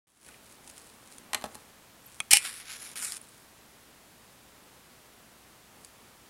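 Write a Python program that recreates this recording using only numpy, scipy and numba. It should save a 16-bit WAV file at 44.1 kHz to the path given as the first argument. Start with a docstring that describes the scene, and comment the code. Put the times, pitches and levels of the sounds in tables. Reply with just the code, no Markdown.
"""Plastic tub and terrarium door.

A thin plastic feeding tub clicks and flexes in the hand beside a leafy glass terrarium. A catch snaps.
The glass door jerks free with a rattling knock, then scrapes over grit in its track in two pushes.
Each impact is a noise crack plus damped modes. The sound fades in with a faint crackly hiss;
leaves then tick and rustle softly over room hiss and hum."""
import sys
import numpy as np
from scipy import signal
from scipy.fft import rfft, irfft
from scipy.io import wavfile
from scipy.ndimage import uniform_filter1d
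from numba import njit

SR = 44100
rng = np.random.default_rng(int(sys.argv[2]) if len(sys.argv) > 2 else 0)


def output_pcm(signal):
    """Save a mono or channel-first signal as 16-bit PCM at the path in sys.argv[1].

    Samples are clipped to [-1, 1] before scaling.
    """
    pcm = np.clip(np.atleast_2d(signal).T, -1, 1) * 32767
    wavfile.write(sys.argv[1], SR, np.round(pcm).astype(np.int16))


N = 277389
RING_SAMPLES = SR // 4
CUTOFF_HZ = 15800

# room air: freq_hz, gain_db
AIR_SPECTRUM = [(25, -12), (45, -9.5), (85, -3), (150, -2.5), (230, -1), (330, -4), (600, -5), (1100, -6),
                (2000, -9), (3500, -11.5), (6000, -14), (8300, -14), (12000, -15.5), (15000, -19)]
# narrow high hiss: freq_hz, gain_db
HISS_SPECTRUM = [(9000, -34.5), (9750, -8), (9930, 17), (10150, -7), (11000, -25.5)]
# mains hum: freq_hz, level_db
HUM_PARTIALS = [(60, -72), (120, -76)]
# room reflections: freq_hz, gain_db
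REVERB_SPECTRUM = [(100, 3.5), (700, 2.5), (1500, 3), (3000, -2.5), (7000, -2), (11000, -6.5), (16000, -16)]

# faint crackly hiss as the sound fades in (first row), then leaf rustles: middle_s, length_s, level_db
CRACKLE_SWELLS = [(.17, 0.29, -52), (.5, 0.12, -55), (.68, 0.086, -54), (.82, 0.24, -54.5),
                  (1.13, 0.2, -55.5), (1.55, 0.28, -59.5), (2.15, .2, -56), (3.27, 0.3, -57),
                  (5.84, 0.1, -59)]
# leaf and grit ticks: start_s, level_db
LEAF_TICKS = [(0.264, -40), (0.2865, -42), (0.6757, -36), (0.6986, -34), (0.711, -44), (0.7794, -36),
              (1.0744, -44), (1.1234, -41), (1.183, -35), (3.1774, -47), (5.8474, -35)]
# crackle and ticks: freq_hz, gain_db
CRACKLE_SPECTRUM = [(500, -16.5), (1500, -5), (4000, -3.5), (6000, -3.5), (8500, 3), (10500, 2.5),
                    (12500, -14.5), (16000, -23.5)]

# grip shifts on the tub: middle_s, length_s, level_db
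GRIP_STROKES = [(.29, 0.08, -57), (.78, 0.6, -60), (1.4, .7, -55.5), (2.97, 0.5, -57.5), (4.55, 0.92, -64),
                (5.77, 0.14, -58.5), (6.04, 0.15, -58.5)]
# hand on plastic: freq_hz, gain_db
RUB_SPECTRUM = [(40, -19), (120, -11), (240, -2), (400, -8.5), (800, -9.5), (2500, -19.5), (8000, -35.5)]
# plastic creaks: start_s, pitch_hz, level_db
GRIP_CREAKS = [(.262, 2570, -53), (.287, 1450, -44), (.288, 2570, -50), (.314, 2500, -55),
               (.342, 2500, -46)]
# tub wall snaps: start_s, level_db, bass_db, treble_db
TUB_HITS = [(1.3326, -17.5, -4, 3), (1.3352, -23, 3, -6), (1.3463, -11, -8.5, 1), (1.3512, -21.5, 5.5, -19),
            (1.4125, -38, 9, 4), (1.4215, -32, 3, 0), (1.4405, -24.5, 18.5, 2.5), (1.4465, -35.5, 30.5, 1),
            (1.4552, -31, 9, -3), (1.4605, -38, 10, 3), (1.5465, -42, 4, 12), (1.5530, -39, 19, 13.5)]
# tub wall modes: freq_hz, level_db, t60_s
TUB_RING = [(236, -26.5, 0.072), (440, -31, 0.088), (628, -19.5, 0.053), (848, -13.5, 0.033),
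            (1076, -17.5, 0.044), (1270, -16, 0.03), (1670, -15.5, 0.033), (1870, -20, 0.043),
            (2620, -27, 0.017), (2930, -13.5, 0.016), (3550, -17.5, 0.024), (4090, -7.5, .014),
            (4900, -26, .02), (6140, -26, 0.014), (7500, -9, 0.0055), (9000, -11, 0.014),
            (10000, -17.5, 0.034), (11400, -15, .015)]
# dense modes of tub and catch: freq_hz, gain_db
CLICK_SPECTRUM = [(200, -18.5), (700, 2.5), (2800, -0.5), (5500, -6.5), (10500, -11), (13000, -17.5),
                  (15800, -32)]
# catch snap: start_s, level_db, bass_db, treble_db
CATCH_HITS = [(2.2028, -13.5, 2, 1)]
# catch modes: freq_hz, level_db, t60_s
CATCH_RING = [(175, -31, 0.049), (756, -23, .02), (1140, -19, .033), (1280, -18, 0.04), (2230, -9, 0.031),
              (2490, -8.5, 0.037), (3304, -4, .018), (4250, -27.5, 0.013), (6310, -10.5, .012),
              (7370, -16.5, .011), (8100, -8, .01), (9330, -7, 0.011), (10400, -6, 0.0069)]

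# door squeaks: start_s, length_s, start_hz, end_hz, level_db
DOOR_SQUEAKS = [(2.058, 0.016, 12100, 11500, -44), (3.214, 0.003, 10200, 10150, -35.5)]
# effort of the halting push: time_s, level_db, relative_treble_db
FIRST_PUSH = [(2.39, -46, -4), (2.422, -45, 0), (2.454, -34.5, -2.5), (2.484, -42, -0.5), (2.594, -53, 6.5),
              (2.606, -44.5, -1), (2.644, -58, -2), (2.708, -40, -4), (2.79, -54, 5), (2.822, -49, 6),
              (2.936, -54.5, 6), (2.945, -60, -1)]
# effort of the firm push: time_s, level_db, relative_treble_db
SECOND_PUSH = [(2.956, -49, 2), (2.964, -41, 5.1), (3.022, -44.5, 4.5), (3.03, -40, 5.8), (3.172, -50, 1.4),
               (3.182, -58, 6)]
# glass on grit: freq_hz, gain_db
SCRAPE_SPECTRUM = [(400, -18), (900, -4.5), (1350, 4.5), (1750, 5), (2250, 7.5), (2950, 2.5), (3600, 4.5),
                   (4700, 0.5), (5400, 2), (6200, -3.5), (7100, 2), (8000, 0), (11000, 0.5), (15500, -13)]
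# scrape colour along the track: time_s, resonance_hz, hollow_hz
SCRAPE_TRAVEL = [(2.48, 9700, 6200), (2.72, 10600, 8500), (2.98, 9400, 7660), (3.02, 9100, 3970),
                 (3.15, 9400, 2160)]
# small slips, weak in bass: freq_hz, gain_db
SLIP_SPECTRUM = [(600, -6.5), (1500, -3.5), (2000, 0)]
# door hits its track: start_s, level_db, bass_db, treble_db
DOOR_HITS = [(2.3122, -4, -14, 4.5), (2.3209, -12, -16, 0), (2.3231, -12, -18, -3),
             (2.3325, 6.5, -10, -1.5), (2.3349, 4.5, -4, 2), (2.3425, -19, -14, -2), (2.3706, -3, -28, -1),
             (2.4680, -27, -5, -13), (2.9575, -29, -8, 4), (2.9920, -31, -6, 3), (3.0475, -27, -9, 13),
             (3.1213, -20, 0, 4.5), (3.1685, -30, -3, 6)]
# pane modes: freq_hz, level_db, t60_s
PANE_RING = [(829, -21, .06), (1260, -30, .05), (1980, -24, .11), (2170, -23, .11), (2384, -23, .15),
             (2461, -25, .14), (2597, -28, .12), (2830, -22, .09), (3020, -23, .08), (4180, -26, .07),
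             (5103, -24, .09), (5410, -22, .1), (7493, -26, .09), (7938, -25, .09), (8340, -24, .1),
             (8617, -22, .1), (8966, -25, .1), (9380, -22, .11), (9800, -23, .11), (10043, -24, .1)]
# dense modes of the pane: freq_hz, gain_db
PANE_SPECTRUM = [(200, -25), (600, -22), (1500, -11), (2300, 1), (3000, 2), (3600, -7), (4300, -2),
                 (4750, -6), (5300, 1), (6200, -7), (8600, 1), (10200, 0), (12000, -11), (15800, -27)]


def amp(db):
    """Decibels to gain."""
    return 10 ** (np.asarray(db) / 20)


def unit_rms(x):
    """Scale to rms 1."""
    return x / np.sqrt(np.mean(x ** 2) + 1e-20)


def curves(rows):
    """Breakpoint columns, interpolated per sample."""
    times_s, *columns = np.transpose(rows)
    return [np.interp(np.arange(N) / SR, times_s, column) for column in columns]


def gate(rows):
    """Soft-edged gate over a curve's span."""
    t = np.arange(N) / SR
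    return uniform_filter1d(1. * ((t > rows[0][0]) & (t < rows[-1][0])), size=40)


def swells(rows, end_drop_db=7.5):
    """Gain of bell-shaped swells, summed in power."""
    t = np.arange(N) / SR
    power = np.zeros(N)
    for middle_s, length_s, level_db in rows:
        drop_db = end_drop_db * np.minimum((2 * (t - middle_s) / length_s) ** 2, 20)
        power += amp(level_db - drop_db) ** 2
    return np.sqrt(power)


def add(out, start_s, sound):
    """Mix in at start_s."""
    at = int(np.clip(round(start_s * SR), 0, N - 1))
    out[at:at + len(sound)] += sound[:N - at]


def response(spectrum, size=8192):
    """Minimum-phase impulse response of a spectrum."""
    hz, db = np.transpose(spectrum)
    grid_hz = np.maximum(np.fft.rfftfreq(size, 1 / SR), 1)
    gain = amp(np.interp(np.log(grid_hz), np.log(hz), db))
    cepstrum = irfft(np.log(gain))
    cepstrum[1:size // 2] *= 2
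    cepstrum[size // 2 + 1:] = 0
    return irfft(np.exp(rfft(cepstrum)))[:size // 2]


def colour(x, spectrum):
    """Filter by a spectrum."""
    return signal.oaconvolve(x, response(spectrum))[:len(x)]


def excite(force, body):
    """Drive a body's response, scaled to unit energy."""
    return signal.oaconvolve(force, body / np.linalg.norm(body))[:N]


@njit
def sweep(x, centre_hz, damping):
    """Swept state-variable filter; returns band-pass, low-pass."""
    band, low, s1, s2 = np.zeros(len(x)), np.zeros(len(x)), 0., 0.
    for i in range(len(x)):
        g = np.tan(np.pi * min(centre_hz[i], CUTOFF_HZ) / SR)
        band[i] = (s1 + g * (x[i] - s2)) / (1 + g * (g + damping))
        low[i] = s2 + g * band[i]
        s1, s2 = 2 * band[i] - s1, 2 * low[i] - s2
    return damping * band, low


def noise(spectrum, samples=N):
    """Coloured noise, rms 1."""
    return unit_rms(colour(rng.standard_normal(samples), spectrum))


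def grains(rate_hz, spread_db):
    """Random micro-contacts of uneven size, rms 1."""
    sizes = amp(spread_db * np.minimum(rng.exponential(1, N), 4))
    signs = rng.choice([-1, 1], N)
    return unit_rms(sizes * signs * (rng.random(N) < rate_hz / SR))


def decay(t60_s):
    """Exponential envelope."""
    return np.exp(-np.log(1000) * np.arange(RING_SAMPLES) / SR / t60_s)


def crack(spectrum, t60_s):
    """Dense modes as decaying noise."""
    return noise(spectrum, RING_SAMPLES) * decay(t60_s)


def ring(modes):
    """Damped sines of a struck body, alternating in polarity."""
    t = np.arange(RING_SAMPLES) / SR
    return sum((-1) ** k * amp(db) * np.sin(2 * np.pi * hz * t) * decay(t60_s)
               for k, (hz, db, t60_s) in enumerate(modes))


def impacts(hits, modes, spectrum, ring_db, crack_db, crack_t60_s):
    """Crack plus ring per hit; heavy hits add bass, hard ones treble."""
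    out, body = np.zeros(N), amp(ring_db) * ring(modes)
    for start_s, level_db, bass_db, treble_db in hits:
        contact = [(250, bass_db), (1800, 0), (3000, 0), (8000, treble_db)]
        struck = body + amp(crack_db) * crack(spectrum, crack_t60_s)
        add(out, start_s, amp(level_db) * colour(struck, contact))
    return out


def background(air_db=-53.4, hiss_db=-74):
    """Steady room air, narrow high hiss and mains hum."""
    t = np.arange(N) / SR
    air = amp(air_db) * noise(AIR_SPECTRUM)
    hiss = amp(hiss_db) * noise(HISS_SPECTRUM)
    hum = sum(amp(db) * np.sqrt(2) * np.sin(2 * np.pi * hz * t) for hz, db in HUM_PARTIALS)
    return air + hiss + hum


def reflections(x, t60_s=0.19, build_s=0.006):
    """Diffuse reverb of a small furnished room."""
    build = 1 - np.exp(-np.arange(RING_SAMPLES) / SR / build_s)
    return excite(x, crack(REVERB_SPECTRUM, t60_s) * build)


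def crackle():
    """Faint crackly hiss as the sound fades in, then leaf rustles and ticks."""
    texture = unit_rms(colour(grains(rate_hz=3100, spread_db=6.5), CRACKLE_SPECTRUM))
    out = swells(CRACKLE_SWELLS) * texture
    for start_s, level_db in LEAF_TICKS:
        add(out, start_s, amp(level_db) * crack(CRACKLE_SPECTRUM, t60_s=0.016))
    return out


def grip():
    """The hand rubs dully on the tub and makes it creak."""
    friction = unit_rms(colour(grains(rate_hz=2500, spread_db=-2), RUB_SPECTRUM))
    out = swells(GRIP_STROKES) * friction
    for start_s, pitch_hz, level_db in GRIP_CREAKS:
        peak = [(pitch_hz / 2, -30), (pitch_hz, 0), (pitch_hz * 2, -36)]
        add(out, start_s, amp(level_db) * crack(peak, t60_s=0.039))
    return out


def tub_clicks():
    """The thin wall snaps as it flexes."""
    return impacts(TUB_HITS, TUB_RING, CLICK_SPECTRUM, ring_db=-0.5, crack_db=-5, crack_t60_s=0.02)


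def catch_snap():
    """The door's catch snaps and rings briefly."""
    return impacts(CATCH_HITS, CATCH_RING, CLICK_SPECTRUM, ring_db=-1, crack_db=-12.5, crack_t60_s=0.017)


def door_squeaks():
    """Brief stick-slip whistles, falling in pitch."""
    out = np.zeros(N)
    for start_s, length_s, start_hz, end_hz, level_db in DOOR_SQUEAKS:
        pitch_hz = np.linspace(start_hz, end_hz, int(length_s * SR))
        tone = np.sin(2 * np.pi * np.cumsum(pitch_hz) / SR)
        add(out, start_s, amp(level_db) * signal.windows.tukey(len(tone)) * tone)
    return out


def door_scrape(ring_gain=0.11, stutter_db=1.7, split_hz=6500, edge_hz_per_db=116):
    """Grit excites the sliding pane in stick-slip stutters."""
    level_db, treble_db = curves(np.vstack([FIRST_PUSH, SECOND_PUSH]))
    stutter = unit_rms(uniform_filter1d(rng.standard_normal(N), size=130))
    grit = grains(rate_hz=4500, spread_db=3.3) * amp(stutter_db * stutter)
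    scrape = colour(grit + ring_gain * excite(grit, ring(PANE_RING)), SCRAPE_SPECTRUM)
    # the moving contact point shifts a resonance and a hollow
    resonance_hz, hollow_hz = curves(SCRAPE_TRAVEL)
    scrape += amp(3) * sweep(scrape, resonance_hz, damping=0.069)[0]
    scrape -= amp(-3) * sweep(scrape, hollow_hz, damping=0.35)[0]
    # the top edge rises with effort
    edge_hz = 12800 + edge_hz_per_db * (level_db + 42)
    for damping in (0.9, 1.45):
        _, scrape = sweep(scrape, edge_hz, damping)
    crossover = [signal.butter(4, split_hz, side, fs=SR, output="sos") for side in ("low", "high")]
    low, high = (unit_rms(signal.sosfilt(sos, scrape)) for sos in crossover)
    pushing = gate(FIRST_PUSH) + gate(SECOND_PUSH)
    return pushing * amp(level_db) * (low + amp(treble_db) * high)


def door_judder(start_s=2.308, hold_s=0.063, level_db=-15, sag_db_per_s=74, release_db_per_s=801.5):
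    """The sticking door chatters in its track; each slip cracks and rings the pane."""
    age_s = np.arange(N) / SR - start_s
    sag_db = sag_db_per_s * np.maximum(age_s, 0)
    release_db = release_db_per_s * np.clip(age_s - hold_s, 0, 0.5)
    envelope = amp(level_db - sag_db - release_db) * (age_s > 0)
    chatter = colour(grains(rate_hz=5100, spread_db=4) * envelope, SLIP_SPECTRUM)
    return excite(chatter, response(PANE_SPECTRUM)) + amp(-8) * excite(chatter, ring(PANE_RING))


def door_knocks():
    """The pane strikes its track and rings."""
    return impacts(DOOR_HITS, PANE_RING, PANE_SPECTRUM, ring_db=-12, crack_db=-3, crack_t60_s=0.007)


def scene():
    """Mono mix: door and catch close and dry; more room on tub, grip and crackle."""
    tub, catch = tub_clicks(), catch_snap()
    door = amp(1.5) * door_knocks() + door_judder() + amp(1.5) * door_scrape() + door_squeaks()
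    small_sounds = tub + crackle() + grip()
    reverb = reflections(amp(-15.5) * small_sounds + amp(-27.5) * (door + catch))
    return (small_sounds + catch + door + reverb + background())[None]


def record(dry, fade_start_s=0.07, fade_end_s=0.28, fade_depth_db=15, gain_db=-3):
    """Brief silence, fade-in, clip at full scale, steep low-pass."""
    t = np.arange(N) / SR
    rise = np.clip((t - fade_start_s) / (fade_end_s - fade_start_s), 0, 1)
    gain = (t > fade_start_s) * amp(gain_db - fade_depth_db * (1 - rise ** 2))
    low_pass = signal.ellip(10, 0.1, 70, CUTOFF_HZ, fs=SR, output="sos")
    return signal.sosfilt(low_pass, np.clip(dry * gain, -1, 1))


dry = scene()
out = record(dry)
output_pcm(out)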